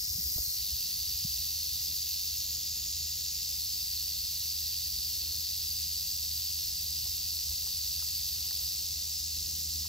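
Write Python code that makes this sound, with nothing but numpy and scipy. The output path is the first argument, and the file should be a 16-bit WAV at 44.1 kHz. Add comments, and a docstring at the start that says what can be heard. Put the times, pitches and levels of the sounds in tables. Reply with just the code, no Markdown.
"""A dry, fierce buzz comes first: a coiled rattlesnake shakes its tail among rocks and twigs, near a hand-held phone.
The tail swings about 48 times a second; on each half swing the hollow horny segments knock and chatter (shaped noise).
A few bumps (short low waves), a tap, faint twig cracks and the holder's soft rustles (noise bursts) come now and then.
Behind them lie a puff of wind and low outdoor rumble (filtered noise), and a far engine drone (summed sine waves)."""
import sys
import numpy as np
from scipy import signal
from scipy.fft import rfft, irfft
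from scipy.io import wavfile

SR = 44100
rng = np.random.default_rng(int(sys.argv[2]) if len(sys.argv) > 2 else 0)


def bounce(signal):
    """Save signal as a 16-bit WAV file at the path given by the first command-line argument."""
    frames = np.transpose(np.atleast_2d(signal))
    limited = np.clip(frames, -1, 1)
    pcm = np.round(limited * 32767).astype(np.int16)
    wavfile.write(sys.argv[1], SR, pcm)


N = 435708
TIME = np.arange(N) / SR
FREQS = np.fft.rfftfreq(N, 1 / SR)
OPPOSITE = np.array([[1], [-1]])  # left port one way, right port the other

# ring of the hollow segments, a relative spectrum: f/Hz, level/dB per Hz
SHELL_RING = [(1550, -42), (1900, -27), (2400, -26.5), (2650, -17), (3100, -17.5), (3700, -9.5), (4150, -6),
              (4600, -3.8), (5500, -4.8), (6400, -7.5), (8800, -12), (10200, -10), (12600, -7.8),
              (13500, -8.5), (15700, -17.5)]
# narrow extra rings of the hollow segments: f/Hz, width/Hz, lift/dB
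CAVITY_RINGS = [(2720, 140, 1.2), (6400, 220, 1.8), (10200, 1000, 3.2)]
# how large, middle and small segments follow the tail:
# lag/half swings, slack/half swings, lightness (-1 heavy to 1 light)
SEGMENT_FOLLOWING = [(.04, .1, -1), (0, .01, 0), (-.01, .03, 1)]
# timing between the two microphone ports: f/Hz, phase by which the left leads/radians
PORT_LEAD = [(3300, 0), (4150, .4), (4880, 1.6), (5150, 0), (6000, .25), (6500, .85), (8000, 2.1),
             (8700, 3.05), (9100, 3.14), (11000, 3.145), (11400, 3.22), (11800, 3.9), (13600, 5.4),
             (14200, 6.2)]
WAVER_DB, WAVER_HZ = .45, 22  # loudness of each segment group wavers: typical size, fastest rate
SCATTER_DB = -8.5  # sound scattered by the litter, against the direct sound
CLICK_DB = -3  # hard click of a knock, against its chatter


def rattle(rock_width_hz=600):
    """Large, middle and small segments chatter separately; rocks colour the sound and litter scatters it."""
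    level, body, sheen, rock_hz, rock_db, *hollow_db = stance()
    strokes = np.cumsum(2 * swing_rate()) / SR  # half swings so far
    colour = read(SHELL_RING, FREQS)
    for hz, width, db in CAVITY_RINGS:
        colour = colour + db / (1 + (2 * (FREQS - hz) / width) ** 2)
    # large segments sound low, small ones high
    large = 1 / (1 + (FREQS / 4200) ** 20)
    small = 1 / (1 + (10000 / (FREQS + 1)) ** 12)
    middle = np.maximum(1 - large - small, 0)
    # share of the power, band in which the level holds/Hz, level/dB
    segments = [
        (large, (2500, 4200), body),
        (middle, (4200, 8000), 0),
        (small, (11800, 15500), sheen),
    ]
    ports = np.exp(1j * read(PORT_LEAD, FREQS) * np.array([[0], [-1]]))
    # scattered short waves reach the two ports differently, long ones alike
    apart = gain_of(SCATTER_DB) * OPPOSITE * FREQS ** 2 / (FREQS ** 2 + 4000 ** 2)
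    out = np.zeros((2, N))
    for (share, band, db), (lag, slack, lightness) in zip(segments, SEGMENT_FOLLOWING):
        direct, scattered = ring(collisions(strokes, lag, slack, lightness, CLICK_DB), colour)
        direct = direct + (gain_of(rock_db) - 1) * resonate(direct, rock_hz, rock_width_hz)
        spectrum = ports * rfft(direct) + apart * rfft(scattered)
        sound = irfft(spectrum * np.sqrt(share), N)
        wavering = gain_of(db + WAVER_DB * wander(WAVER_HZ))
        out += sound / band_rms(sound.mean(0), *band) * wavering
    out += irfft(ports * rfft(hollows(strokes, hollow_db)), N)
    return shadowed(out) * gain_of(level)


# knocks that run down the rattle in each half swing: delay/half swings, scatter/half swings,
# relative level/dB, extra in light segments and less in heavy ones/dB
KNOCK_RUN = [(.05, .028, -.7, 1.8), (.19, .06, -3.2, -.8), (.41, .04, .3, -1.1), (.63, .055, -3, -.5)]
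CHATTER_S, LOOSE_DB = .00095, -3.9  # time for chatter power to fall to 1/e; loose jostling between knocks
UNEVEN_DB, LOPSIDED_DB = 1.5, .5  # chance differences; harder one way and softer back by this much


def collisions(strokes, lag, slack, lightness, click_db):
    """Half swings throw segments together: each knock is a hard click and a short burst of tiny contacts."""
    count = np.arange(int(strokes[-1]))
    chance = np.clip(rng.standard_normal((len(count), len(KNOCK_RUN), 2)), -1.7, 1.7)
    blows = np.zeros(N)
    for k, (delay, scatter, db, light_db) in enumerate(KNOCK_RUN):
        when = count + lag + delay + np.hypot(scatter, slack) * chance[:, k, 0]
        at = np.interp(when, strokes, np.arange(N)).astype(int)
        strength = db + lightness * light_db + UNEVEN_DB * chance[:, k, 1]
        strength = strength + LOPSIDED_DB * (-1) ** count
        np.add.at(blows, at, gain_of(strength) ** 2)
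    chatter = signal.lfilter([1], [1, -np.exp(-1 / (CHATTER_S * SR))], blows)
    click = blows * CHATTER_S * SR * gain_of(click_db) ** 2
    energy = chatter + click + gain_of(LOOSE_DB) ** 2
    # two rows of contacts: heard directly, and heard through the litter
    return np.sqrt(energy) * rng.choice([-1, 1], (2, N))


# the two largest hollows: f/Hz, width/Hz, sharp at first by f/Hz,
# lag/half swings, lightness (-1 to 1)
LARGE_HOLLOWS = [(4580, 220, 220, -.02, -1), (5210, 280, 65, -.03, 0)]
SAG_S = 0.32  # time constant with which the sharp pitch sags
HOLLOW_DRIFT, DRIFT_HZ = .016, 7  # typical pitch drift as a share, and its fastest rate
SKIRT_HZ = 1000  # a second, wider resonance confines each ring
HOLLOW_CLICK_DB = 5  # hard click against chatter


def hollows(strokes, levels):
    """The two largest hollows ring on their own knocks; pitch wanders as the loose segments shift."""
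    out = np.zeros(N)
    for (hz, width, sharp_hz, lag, lightness), db in zip(LARGE_HOLLOWS, levels):
        drift = 1 + HOLLOW_DRIFT * wander(DRIFT_HZ)
        pitch = (hz + sharp_hz * np.exp(-TIME / SAG_S)) * drift
        knocks = collisions(strokes, lag, 0, lightness, HOLLOW_CLICK_DB)[0]
        ringing = resonate(resonate(knocks, pitch, width), pitch, SKIRT_HZ)
        out += evened(ringing) * gain_of(db)
    return out


STARTLED_HZ, RESTING_HZ, SETTLE_S = 50.4, 47.35, 1.35  # full swings a second; settling time constant
UNSTEADY_HZ, UNSTEADY_RATE_HZ = .22, 4  # typical wander in swings a second, and its fastest rate
SPURT_AT_S, SPURT_S, SPURT_HZ = 8.7, .7, .8  # late speed-up: middle, length, extra swings a second


def swing_rate():
    """Tail swings a second: the startle wears off, then comes a small spurt; the pace is never quite even."""
    startle = (STARTLED_HZ - RESTING_HZ) * np.exp(-TIME / SETTLE_S)
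    pace = RESTING_HZ + startle + SPURT_HZ * ease(SPURT_AT_S, SPURT_S)
    return pace + UNSTEADY_HZ * wander(UNSTEADY_RATE_HZ)


# places where the phone is held; body, sheen and hollows are relative to the rattle level,
# and the rocks lift (or, below zero, weaken) one band at each place:
# middle of the move there t/s, rattle level/dB, body level/dB, sheen level/dB, rock band f/Hz, lift/dB,
# lower hollow level/dB, upper hollow level/dB
PHONE_PLACES = [(0, -40.5, -8.5, -2, 5500, 1, -4, -3), (.2, -40, -8.5, 0.5, 5500, -1, 0.5, -6.5),
                (.57, -40, -8, -2, 7340, -1, -3, -11.5), (1.75, -40.5, -7.5, -1.5, 6740, 2, -3, -6.5),
                (2.47, -41.5, -7, -3.5, 6950, 6, -3, -4.5), (3.45, -41, -7.5, -2, 7750, 3, -1, -6.5),
                (5.8, -40.5, -8, -2.5, 7880, 3.5, -1.5, -7.5), (8.8, -40.5, -9, -4.5, 7530, 4, -6.5, -7.5)]
MOVE_S = 0.29  # time from one place to the next


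def stance():
    """Each column of the places at every sample: held, then gliding as the phone moves to the next place."""
    rows = np.array(PHONE_PLACES)
    out = rows[0, 1:, None]
    for old, new in zip(rows, rows[1:]):
        out = out + (new - old)[1:, None] * ease(new[0], MOVE_S)
    return out


SHADOW_LOW_HZ, SHADOW_HIGH_HZ = 2380, 4780  # band the rocks hide from the right port
CLEAR_S, CLEARING_S = 0.56, 0.093  # middle and length of its clearing


def shadowed(x, direct_db=-10, lag_radians=1.25, bounced_db=-10, bounce_s=0.0055):
    """At first a low band reaches the right port weak, late and scattered; it fills in round the rocks."""
    above = 1 / (1 + (SHADOW_LOW_HZ / (FREQS + 1)) ** 24)
    below = 1 / (1 + (FREQS / SHADOW_HIGH_HZ) ** 24)
    band = rfft(x[1]) * above * below
    bounces = rng.standard_normal(N) * np.exp(-TIME / bounce_s)
    bounced = gain_of(bounced_db) * rfft(bounces / np.linalg.norm(bounces))
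    detour = gain_of(direct_db) * np.exp(-1j * lag_radians) + bounced
    change = irfft(band * (detour - 1), N)
    return np.array([x[0], x[1] + change * (1 - ease(CLEAR_S, CLEARING_S))])


# bumps on the phone: middle t/s, peak level/dB, f/Hz, time from the middle to 1/e/s
PHONE_BUMPS = [(.08, -48, 120, 0.0063), (0.112, -39.5, 76, 0.013), (.158, -40, 110, 0.0084),
               (0.191, -43, 186, 0.0064), (0.203, -43, 140, 0.0036), (0.264, -35.5, 67.4, 0.017),
               (0.363, -31.5, 75.4, 0.0038), (.383, -46.5, 650, 0.0026), (0.386, -38, 283, 0.00096),
               (0.403, -36.5, 61, 0.012), (.482, -41, 90, 0.005), (0.733, -37, 62, 0.013),
               (1.252, -30, 136, 0.0041), (7.02, -47.5, 110, 0.031), (7.509, -39, 63.3, 0.013)]


def bumps():
    """Soft pushes on the phone: short waves, mostly low, that swell and die."""
    out = np.zeros(N)
    for s, db, hz, length in PHONE_BUMPS:
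        t = np.arange(-3 * length, 3 * length, 1 / SR)
        swell = np.exp(-(t / length) ** 2)
        add(out, s + t[0], gain_of(db) * swell * np.cos(2 * np.pi * hz * t))
    return out


# a tap on the case: t/s, peak level/dB, lower edge f/Hz, upper edge f/Hz
CASE_TAP = (.379, -37.5, 480, 1300)


def case_tap(ring_s=.028):
    """One sharp tap on the case rocks it sideways, so that the two ports hear it in opposition."""
    s, db, lo, hi = CASE_TAP
    t = np.arange(SR // 8) / SR
    case = signal.butter(2, [lo, hi], "band", fs=SR)
    knock = signal.lfilter(*case, rng.standard_normal(len(t)) * gain_of(-60 * t / ring_s))
    out = np.zeros((2, N))
    add(out, s, gain_of(db) * knock / abs(knock).max() * OPPOSITE)
    return out


# twig cracks: t/s, peak level/dB, middle of the band f/Hz, time for the burst to fall 60 dB/s
TWIG_CRACKS = [(7.054, -51.5, 800, .07), (7.066, -52, 560, .05), (7.512, -51, 700, .04),
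               (7.668, -48, 740, .035), (7.998, -53, 1500, .03), (8.021, -46.5, 1100, .032),
               (8.507, -43, 1720, .03), (8.513, -48, 900, .025), (9.85, -50.5, 1100, .03)]


def twigs():
    """Dry twigs crack: short dull bursts with a broad woody resonance."""
    out, t = np.zeros((2, N)), np.arange(SR // 4) / SR
    for s, db, hz, t60 in TWIG_CRACKS:
        wood = signal.butter(3, [hz - 300, hz + 300], "band", fs=SR)
        crack = signal.lfilter(*wood, rng.standard_normal((2, len(t))) * gain_of(-60 * t / t60))
        crack = crack + 0.094 * crack[::-1]  # each port hears a little of the other's crack
        add(out, s, gain_of(db) * crack / abs(crack).max())
    return out


# rustles as the holder shifts: middle t/s, half length/s, level at the middle/dB, upper edge f/Hz
HOLDER_SHIFTS = [(0.21, 0.16, -64, 355), (1.89, 0.035, -63.5, 400), (2.652, 0.17, -67.5, 450),
                 (5.267, 0.14, -66, 416), (6.562, 0.075, -66.5, 220), (7.02, 0.071, -65, 202),
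                 (7.7, 0.22, -73, 900), (8.62, 0.37, -69.5, 1100), (9.62, 0.28, -64.5, 344)]
SHIFT_LOW_HZ = 135  # each rustle reaches down to this pitch


def shifts(grain_db=2.0, apart_db=-6):
    """The holder shifts: dull, uneven rubbing that swells and fades."""
    common, apart = rng.standard_normal((2, N))
    rub = common + gain_of(apart_db) * apart * OPPOSITE
    rub = rfft(rub * gain_of(grain_db * wander(40)))
    rub = rub * FREQS ** 4 / (FREQS ** 4 + SHIFT_LOW_HZ ** 4)
    out = np.zeros((2, N))
    for s, half, db, hz in HOLDER_SHIFTS:
        rustle = evened(irfft(rub / (1 + (FREQS / hz) ** 4), N))
        out += rustle * gain_of(db) * np.exp(-.5 * ((TIME - s) / half) ** 2)
    return out


# a puff of wind on the ports: middle t/s, half length/s, level at the middle/dB, upper edge f/Hz
PUFF_OF_WIND = (.9, .2, -58, 150)


def wind_puff():
    """A puff of air buffets each port on its own: low noise that swells and fades."""
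    s, half, db, hz = PUFF_OF_WIND
    shape = 1 / (1 + (FREQS / hz) ** 3) * FREQS / (FREQS + 30)
    buffet = irfft(rfft(rng.standard_normal((2, N))) * shape, N)
    return evened(buffet) * gain_of(db) * np.exp(-.5 * ((TIME - s) / half) ** 2)


# colour of the outdoor air, a relative spectrum: f/Hz, level/dB per Hz
AIR_COLOUR = [(15, -38), (30, -12), (43, -3), (60, 5.5), (75, 2), (100, -1), (125, -6.5), (160, -12.5),
              (200, -16), (300, -25.5), (600, -26.5), (1500, -32), (2200, -37), (4000, -95)]
# how alike the air is at the two ports: f/Hz, likeness (0 to 1)
AIR_LIKENESS = [(100, 1.0), (160, 0.99), (270, 0.84), (450, 0.092), (740, 0.041), (1300, 1)]
RUMBLE_DB, RUSTLE_DB = -58.5, -73  # settled rumble and soft rustle
FLUTTER_HZ = 16  # fastest rate at which the rustle flutters
GRIP_DB, GRIP_S = 2, 0.87  # extra rumble while the grip settles: at first, and its time constant


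def air(split_hz=200, gust_db=1.05, flutter_db=0.6):
    """Low outdoor rumble, alike at both ports, and a soft wider rustle above it: two bands of noise."""
    rumble = RUMBLE_DB + GRIP_DB * np.exp(-TIME / GRIP_S)
    a, b = rfft(rng.standard_normal((2, N)))
    same = np.clip(read(AIR_LIKENESS, FREQS), -1, 1)
    z = np.array([a, same * a + np.sqrt(1 - same ** 2) * b]) * gain_of(read(AIR_COLOUR, FREQS))
    mid = irfft(z.mean(0), N)
    low = 1 / (1 + (FREQS / split_hz) ** 4)
    deep = irfft(z * low, N) / band_rms(mid, 25, 65)
    soft = irfft(z * (1 - low), N) / band_rms(mid, 250, 900)
    deep = deep * gain_of(rumble + gust_db * wander(2.2))
    return deep + soft * gain_of(RUSTLE_DB + flutter_db * wander(FLUTTER_HZ))


# loudness of the far engine's firing tone: t/s, level/dB
ENGINE_LEVEL = [(0, -73), (1.3, -53.5), (3.7, -53), (9.1, -52), (9.7, -46.5)]
# its firing tone and the multiples of it, in order: relative level/dB
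ENGINE_OVERTONES = [0, -14, -28, -33]
IDLE_HZ, CRUISE_HZ, RUN_UP_S = 74.8, 77.5, 5.7  # firing rate at first and up to speed; time to get there


def engine(fading_db=0.5):
    """A far engine's firing tone and overtones gather a little speed and grow louder, wavering slightly."""
    hz = np.interp(TIME, [0, RUN_UP_S], [IDLE_HZ, CRUISE_HZ])
    db = follow(ENGINE_LEVEL)[0]
    turn = 2 * np.pi * np.cumsum(hz * (1 + 0.00616 * wander(5.6))) / SR
    tone = sum(gain_of(order_db) * np.sin(k * turn) for k, order_db in enumerate(ENGINE_OVERTONES, 1))
    return np.sqrt(2) * tone * gain_of(db + fading_db * wander(1.2))


def gain_of(db):
    """Decibels to amplitude."""
    return 10 ** (np.asarray(db) / 20)


def evened(x):
    """Scales to an rms (average strength) of one."""
    return x / np.sqrt(np.mean(x ** 2) + 1e-20)


def read(points, hz):
    """Reads a curve on a log-frequency axis."""
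    f, value = np.transpose(points)
    return np.interp(np.log(hz + 1), np.log(f + 1), value)


def follow(rows):
    """Each column of a curve at every sample."""
    s, *columns = np.transpose(rows)
    return [np.interp(TIME, s, c) for c in columns]


def add(mix, s, sound):
    """Mixes a sound in at a time."""
    part = mix[..., max(round(s * SR), 0):][..., :sound.shape[-1]]
    part += sound[..., :part.shape[-1]]


def band_rms(x, lo, hi):
    """Rms of the part of x between two frequencies."""
    band = irfft(rfft(x) * ((FREQS > lo) & (FREQS < hi)), N)
    return np.sqrt(np.mean(band ** 2) + 1e-20)


def wander(hz):
    """Slow chance of rms one, up to about the given rate."""
    return evened(irfft(rfft(rng.standard_normal(N)) / (1 + (FREQS / hz) ** 4), N))


def ring(x, db):
    """Filters with the given gain so that clicks ring on only after their onset (minimum phase)."""
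    cepstrum = irfft(np.log(gain_of(db)), N)
    cepstrum[1:N // 2] *= 2
    cepstrum[N // 2 + 1:] = 0
    return irfft(rfft(x) * np.exp(rfft(cepstrum)), N)


def resonate(x, hz, width):
    """A resonance of gain one that follows the curve hz: shift down, smooth, shift back up."""
    turn = np.exp(2j * np.pi * np.cumsum(hz) / SR)
    r = np.exp(-np.pi * width / SR)
    return 2 * (turn * signal.lfilter([1 - r], [1, -r], x / turn)).real


def ease(s, length):
    """Goes from zero to one around a time."""
    return np.clip((TIME - s) / length + .5, 0, 1)


def scene():
    """Adds the snake, the small knocks and rustles, and the outdoor background."""
    near = rattle() + bumps() + case_tap() + twigs() + shifts()
    return near + wind_puff() + air() + engine()


def record(dry):
    """The phone's band limit: a steep filter takes away the treble above its edge."""
    lowpass = signal.firwin(801, 15780, window=("kaiser", 9), fs=SR)  # edge in Hz
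    return signal.oaconvolve(dry, lowpass[None], "same")


dry = scene()
out = record(dry)
bounce(out)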